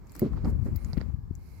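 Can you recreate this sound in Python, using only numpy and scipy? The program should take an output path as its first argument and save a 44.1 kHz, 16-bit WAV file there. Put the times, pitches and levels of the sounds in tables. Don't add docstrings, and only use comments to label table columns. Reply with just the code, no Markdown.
import sys
import numpy as np
from scipy import signal
from scipy.fft import rfft, irfft
from scipy.io import wavfile
from scipy.ndimage import uniform_filter1d

SR = 44100
rng = np.random.default_rng(int(sys.argv[2]) if len(sys.argv) > 2 else 0)


def dump_mix(stems):
    frames = np.atleast_2d(stems).T
    limited = np.clip(frames, -1, 1)
    pcm = np.round(limited * 32767).astype(np.int16)
    wavfile.write(sys.argv[1], SR, pcm)


N = 70560
EDGE_HZ = 16900


def amp(db):
    return 10 ** (np.asarray(db) / 20)


def evened(x):
    return x / np.sqrt(np.mean(x ** 2) + 1e-20)


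def panned(pan_db):
    return evened(amp([[pan_db / 2], [-pan_db / 2]]))


def add(mix, s, sound):
    part = mix[:, max(round(s * SR), 0):][:, :sound.shape[-1]]
    part += sound[..., :part.shape[1]]


def curve(points, axis=1):
    points = np.array(points)
    return np.interp(np.arange(N) / SR, points[:, 0], points[:, axis])


def coloured(x, points, axis=1):
    points = np.array(points)
    hz = np.fft.rfftfreq(2 * N, 1 / SR)
    gain = amp(np.interp(np.log(hz + 1), np.log(points[:, 0]), points[:, axis]))
    return irfft(rfft(x, 2 * N) * gain)[..., :N]


def paired(three, same):
    same = np.clip(same, 0, 1)
    return np.sqrt(same) * three[0] + np.sqrt(1 - same) * three[1:]


def grains(per_s, spread_db, colour, same):
    unevenness = amp(spread_db * np.minimum(rng.exponential(1, (3, N)), 4))
    size = unevenness * rng.standard_normal((3, N))
    happens = rng.random((3, N)) < per_s / SR
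    return evened(coloured(paired(size * happens, same), colour))


def stroke(start, rise, hold, t60):
    t = np.arange(N) / SR - start
    return np.clip(t / rise, 0, 1) * amp(-60 * np.maximum(t - rise - hold, 0) / t60)


def background():
    # frequency in Hz, relative level in dB.
    noise_colour = [(20, -13), (60, 8), (150, -26.5), (320, -13), (620, -27), (950, -18.5), (1400, -30.5),
                    (1700, -22), (2000, -43.5), (3200, -34), (5000, -34.5), (9000, -48), (15500, -47),
                    (16500, -65)]
    noise = paired(rng.standard_normal((3, N)), same=0.25)
    return amp(-55.5) * evened(coloured(noise, noise_colour))


def handling():
    # time in seconds, left level in dB, right level in dB.
    rumble_level = [(0, -72, -49), (.19, -88, -51.5), (.26, -48.5, -36.5), (.33, -28, -39.5),
                    (.42, -35.5, -37.5), (.46, -28.5, -26.5), (.52, -25.5, -32), (.57, -29, -35.5),
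                    (.62, -26, -45), (.69, -36.5, -31.5), (.75, -23.5, -39), (.79, -40.5, -53),
                    (.9, -33.5, -36.5), (1.0, -35.5, -45), (1.08, -30.5, -51), (1.22, -46, -47),
                    (1.36, -40, -46.5), (1.45, -50.5, -47.5), (1.6, -44, -50)]
    # frequency in Hz, relative level in dB.
    rumble_colour = [(15, -45), (28, -36), (42, 1), (68, 6), (105, 0), (160, -4), (240, -11), (350, -26.5),
                     (550, -39.5), (1200, -44), (4000, -69)]
    # centre in seconds, level in dB, pitch in Hz, pan in dB.
    bumps = [(0.311, -28.5, 145, 6.5), (0.345, -21.5, 60.4, 22), (0.455, -19.5, 69.8, 23),
             (0.477, -20, 146, 10), (0.553, -23.5, 66, 31), (0.601, -27.5, 130, 22), (0.627, -24, 88, 18),
             (0.736, -28, 100, 9), (0.77, -27, 57, 24), (0.853, -21, 52.5, 24), (.9336, -35.5, 540, -7),
             (1.0156, -33, 400, -6), (1.063, -39, 282, 20), (0.9782, -14.5, 141, 43),
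             (.983, -20.5, 61.2, 29), (1.088, -28, 160, 31), (1.1445, -20.5, 88, 15),
             (1.191, -26.5, 91, 29), (1.240, -30.5, 75, 16), (1.311, -25.5, 196, 42),
             (1.311, -26, 75.6, 16)]
    lump_db, bump_cycles = 4, 0.26

    lumps = uniform_filter1d(rng.standard_normal(N), size=700)
    lumps = evened(uniform_filter1d(lumps, size=500))
    lumpy_noise = rng.standard_normal((2, N)) * amp(lump_db * lumps)
    rumble = evened(coloured(lumpy_noise, rumble_colour))
    rumble /= np.sqrt(uniform_filter1d(rumble ** 2, size=1800, axis=1))
    out = rumble * amp([curve(rumble_level, axis=1), curve(rumble_level, axis=2)])
    for s, db, hz, pan_db in bumps:
        cycles = (np.arange(N) / SR - s) * hz
        swell = np.exp(-.5 * (cycles / bump_cycles) ** 2)
        out -= panned(pan_db) * amp(db) * np.sin(2 * np.pi * cycles) * swell
    return out


def leather():
    # start in seconds, rise in seconds, hold in seconds,
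    # 60 dB fade in seconds, body level in dB, rasp level in dB, pan in dB.
    rubs = [(0.154, 0.0033, 0.12, 0.031, -51, -59.5, 2), (0.212, 0.0036, 0.058, 0.22, -41.5, -57, 4),
            (0.314, 0.0048, 0.012, 0.093, -45, -65.5, -12.5), (0.357, 0.0066, .008, 0.45, -44.5, -57.5, -8),
            (0.438, 0.0077, 0.028, 0.28, -33, -63.5, -0.5), (0.656, 0.0065, 0.0052, 0.16, -34, -64, -5),
            (0.969, 0.0029, 0.0091, 0.031, -34, -60, 8.5), (0.996, 0.012, .002, 0.14, -45, -49.5, 2),
            (1.06, 0.09, 0.016, .1, -70, -77, 13)]
    # frequency in Hz, relative level in dB.
    body_colour = [(30, -32), (90, -5), (200, 6.5), (400, -4), (600, -13.5), (800, -22.5), (1100, -23),
                   (2000, -27), (3200, -44), (8000, -61)]
    rasp_colour = [(500, 7), (1200, 7.5), (2200, 3), (3200, 5), (4500, 2), (7000, -14), (10000, -43),
                   (16000, -46)]
    # time in seconds, level in dB.
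    rustle_level = [(0, -56), (.14, -53), (.35, -50), (.56, -55), (.75, -50.5), (.92, -48), (1.1, -52),
                    (1.2, -66), (1.6, -58)]
    # frequency in Hz, relative level in dB.
    rustle_colour = [(100, 12.5), (350, 4), (700, -10), (1200, -6.5), (1700, -14), (2200, -8), (3200, -19),
                     (6000, -24), (16000, -41)]
    slips_per_s, spread_db = 5700, 3.5

    body = grains(slips_per_s, spread_db, body_colour, same=0.67)
    rasp = grains(slips_per_s, spread_db, rasp_colour, same=0.18)
    rustle = grains(slips_per_s, spread_db=1.5, colour=rustle_colour, same=0.29)
    out = amp(curve(rustle_level)) * rustle
    for s, rise, hold, t60, body_db, rasp_db, pan_db in rubs:
        rub = amp(body_db) * body + amp(rasp_db) * rasp
        out += panned(pan_db) * stroke(s, rise, hold, t60) * rub
    return out


def surrounding_hiss():
    # start in seconds, rise in seconds, hold in seconds,
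    # 60 dB fade in seconds, level in dB, pan in dB.
    swells = [(0.04, 0.15, 0.038, 0.22, -58, -2.5), (0.425, 0.074, 0.0072, 0.058, -57, 2.5),
              (0.622, 0.037, 0.0046, 0.29, -60.5, 4), (0.733, 0.044, .15, 0.55, -63.5, -14),
              (1.31, 0.18, .12, .3, -63, -8.5)]
    # frequency in Hz, relative level in dB.
    hiss_colour = [(800, -1.5), (1850, -17), (2130, 11.5), (2500, 3.5), (3600, -10), (4050, 4), (4450, 2),
                   (5200, -0.5), (7300, -4), (8500, -5), (9800, -3.5), (12500, -6.5), (15500, -16),
                   (16200, -35)]
    hiss = grains(per_s=10000, spread_db=-2.5, colour=hiss_colour, same=0.083)
    strength = np.zeros((2, N))
    for s, rise, hold, t60, db, pan_db in swells:
        strength += panned(pan_db) * amp(db) * stroke(s, rise, hold, t60)
    return hiss * strength


def ticks():
    # start in seconds, ring level in dB, ring pitch in Hz, snap level in dB,
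    # top of the snap's band in Hz, pan in dB.
    tick_rows = [(0.0704, -50, 6600, -43, 7160, 2), (.0962, -46.5, 4900, -41, 7440, -1),
                 (.1200, -60, 6300, -38, 12000, 16), (0.1516, -42, 8440, -32.5, 14000, 1),
                 (0.1545, -40, 5230, -29, 4020, 11), (0.1642, -43, 5440, -33.5, 13700, 3),
                 (0.1948, -32.5, 12600, -24, 15300, -1.5), (0.1967, -38.5, 4700, -34, 4500, -5),
                 (0.3317, -55, 5000, -37, 4020, 12), (0.447, -36.5, 4670, -27, 3550, 5),
                 (0.4545, -46, 4020, -20, 2530, 16), (0.7599, -41.5, 5200, -32.5, 13000, -1),
                 (0.7635, -34, 15200, -45, 16200, -21), (.7672, -53, 14800, -42, 15100, -1),
                 (.8470, -36.5, 6760, -36.5, 9600, -5), (0.9321, -30, 4700, -24.5, 3040, -13),
                 (.9704, -37, 2700, -36, 3000, -5), (0.9768, -41, 4270, -46, 3470, -17),
                 (0.978, -52, 15200, -48, 15000, -21), (0.9813, -33.5, 2480, -47, 2500, 1),
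                 (1.0129, -38, 4300, -23, 3270, -39), (1.3525, -40, 6480, -42, 13500, 4)]
    rise_s, ring_t60_s, snap_t60_s = 0.00046, 0.00093, 0.0019
    snap_width_ratio = 8.5

    out, t = np.zeros((2, N)), np.arange(SR // 50) / SR
    for s, ring_db, hz, snap_db, top_hz, pan_db in tick_rows:
        ring = np.sin(2 * np.pi * (hz * t + rng.random((2, 1)) / 3))
        ring *= np.sin(np.pi / 2 * np.minimum(t / rise_s, 1)) ** 2
        ring *= amp(-60 * (np.maximum(t - rise_s, 0) / ring_t60_s) ** 2)
        burst = paired(rng.standard_normal((3, len(t))), same=0.096) * amp(-60 * t / snap_t60_s)
        band_hz = min(top_hz, EDGE_HZ) * np.array([1 / snap_width_ratio, 1])
        snap = signal.lfilter(*signal.butter(2, band_hz, "bandpass", fs=SR), burst)
        add(out, s, panned(pan_db) * (amp(ring_db) * ring + amp(snap_db) * snap))
    return out


def cabin(x):
    room_db, t60_s = -3.5, 0.038
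    t = np.arange(SR // 5) / SR
    tail = rng.standard_normal((2, len(t))) * amp(-60 * t / t60_s)
    tail /= np.linalg.norm(tail[0])
    return x + amp(room_db) * signal.fftconvolve(x, tail, axes=1)[:, :N]


def knock():
    # start in seconds, level in dB, pitch in Hz.
    blows = [(0.219, -14.5, 193), (0.2277, -13.5, 212.3), (.2470, -23.5, 155.4), (0.261, -26.5, 238.2)]
    # multiple of the pitch, level in dB, 60 dB fade in seconds.
    shaft_tones = [(1, 0, 0.063), (1.8, -6, 0.097), (2.65, -16.5, 0.064), (4.3, -29.5, 0.034)]
    rise_s, left_lag_s = 0.0006, 0.00032

    out, t = np.zeros((2, N)), np.arange(SR // 4) / SR
    t = np.maximum(t - np.array([[left_lag_s], [0]]), 0)
    for s, db, hz in blows:
        ring = 0
        for ratio, level, t60 in shaft_tones:
            ring = ring + amp(level - 60 * t / t60) * np.sin(2 * np.pi * hz * ratio * t)
        add(out, s, -amp(db) * ring * (1 - np.exp(-t / rise_s)))
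    return out


def creaks():
    # start in seconds, length of the run of slips in seconds, level in dB, mean pitch in Hz.
    creak_rows = [(0.332, 0.0071, -43, 1050), (.371, .009, -41.5, 1105), (0.448, .012, -34, 604),
                  (0.46, .028, -39.5, 926), (0.668, 0.0055, -52.5, 1620), (1.097, .008, -49.5, 830)]
    slips_per_s, t60_s, scatter = 450, .007, .16

    out, t = np.zeros((2, N)), np.arange(SR // 50) / SR
    for s, length, db, hz in creak_rows:
        for k, (late, detune, size, side) in enumerate(rng.standard_normal((24, 4))):
            if k < length * slips_per_s:
                tone = np.sin(2 * np.pi * hz * (1 + scatter * detune) * t)
                slip = tone * amp(db + 2 * size - 60 * t / t60_s)
                add(out, s + (k + .3 * late) / slips_per_s, panned(2 * side - 3) * slip)
    return out


def whistle():
    # time in seconds, centre of the band in Hz, level in dB.
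    glide = [(.76, 9270, -100), (.80, 9500, -66), (.88, 10000, -69), (.95, 9700, -74), (1.0, 9100, -100)]
    width_hz = 400
    noise = rng.standard_normal((2, N)) + 1j * rng.standard_normal((2, N))
    band = signal.sosfilt(signal.butter(2, width_hz / 2, fs=SR, output="sos"), noise)
    turns = np.cumsum(curve(glide, axis=1)) / SR
    moved = evened((band * np.exp(2j * np.pi * turns)).real)
    return panned(pan_db=-1) * amp(curve(glide, axis=2)) * moved


def scene():
    boot = knock() + leather() + creaks()
    hisses = surrounding_hiss() + whistle()
    return boot + hisses + cabin(ticks()) + handling() + background()


def record(dry):
    # frequency in Hz, left gain in dB, right gain in dB.
    port_colour = [(17.4, -11, -24), (31.2, -27.5, 2), (43.4, 4, 1.5), (1110, -0.5, 1), (2080, -8.5, -2),
                   (3480, -10, -11.5), (4500, -8.5, -3), (6500, -2.5, -5.5), (7660, 5.5, -7),
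                   (8200, -5, -6.5), (9760, -5, -3.5), (13900, 6, 4.5)]
    heard = np.array([coloured(dry[0], port_colour, axis=1), coloured(dry[1], port_colour, axis=2)])
    low_pass = signal.firwin(511, EDGE_HZ, window=("kaiser", 9), fs=SR)
    return signal.oaconvolve(heard, low_pass[None], "same")


dry = scene()
out = record(dry)
dump_mix(out)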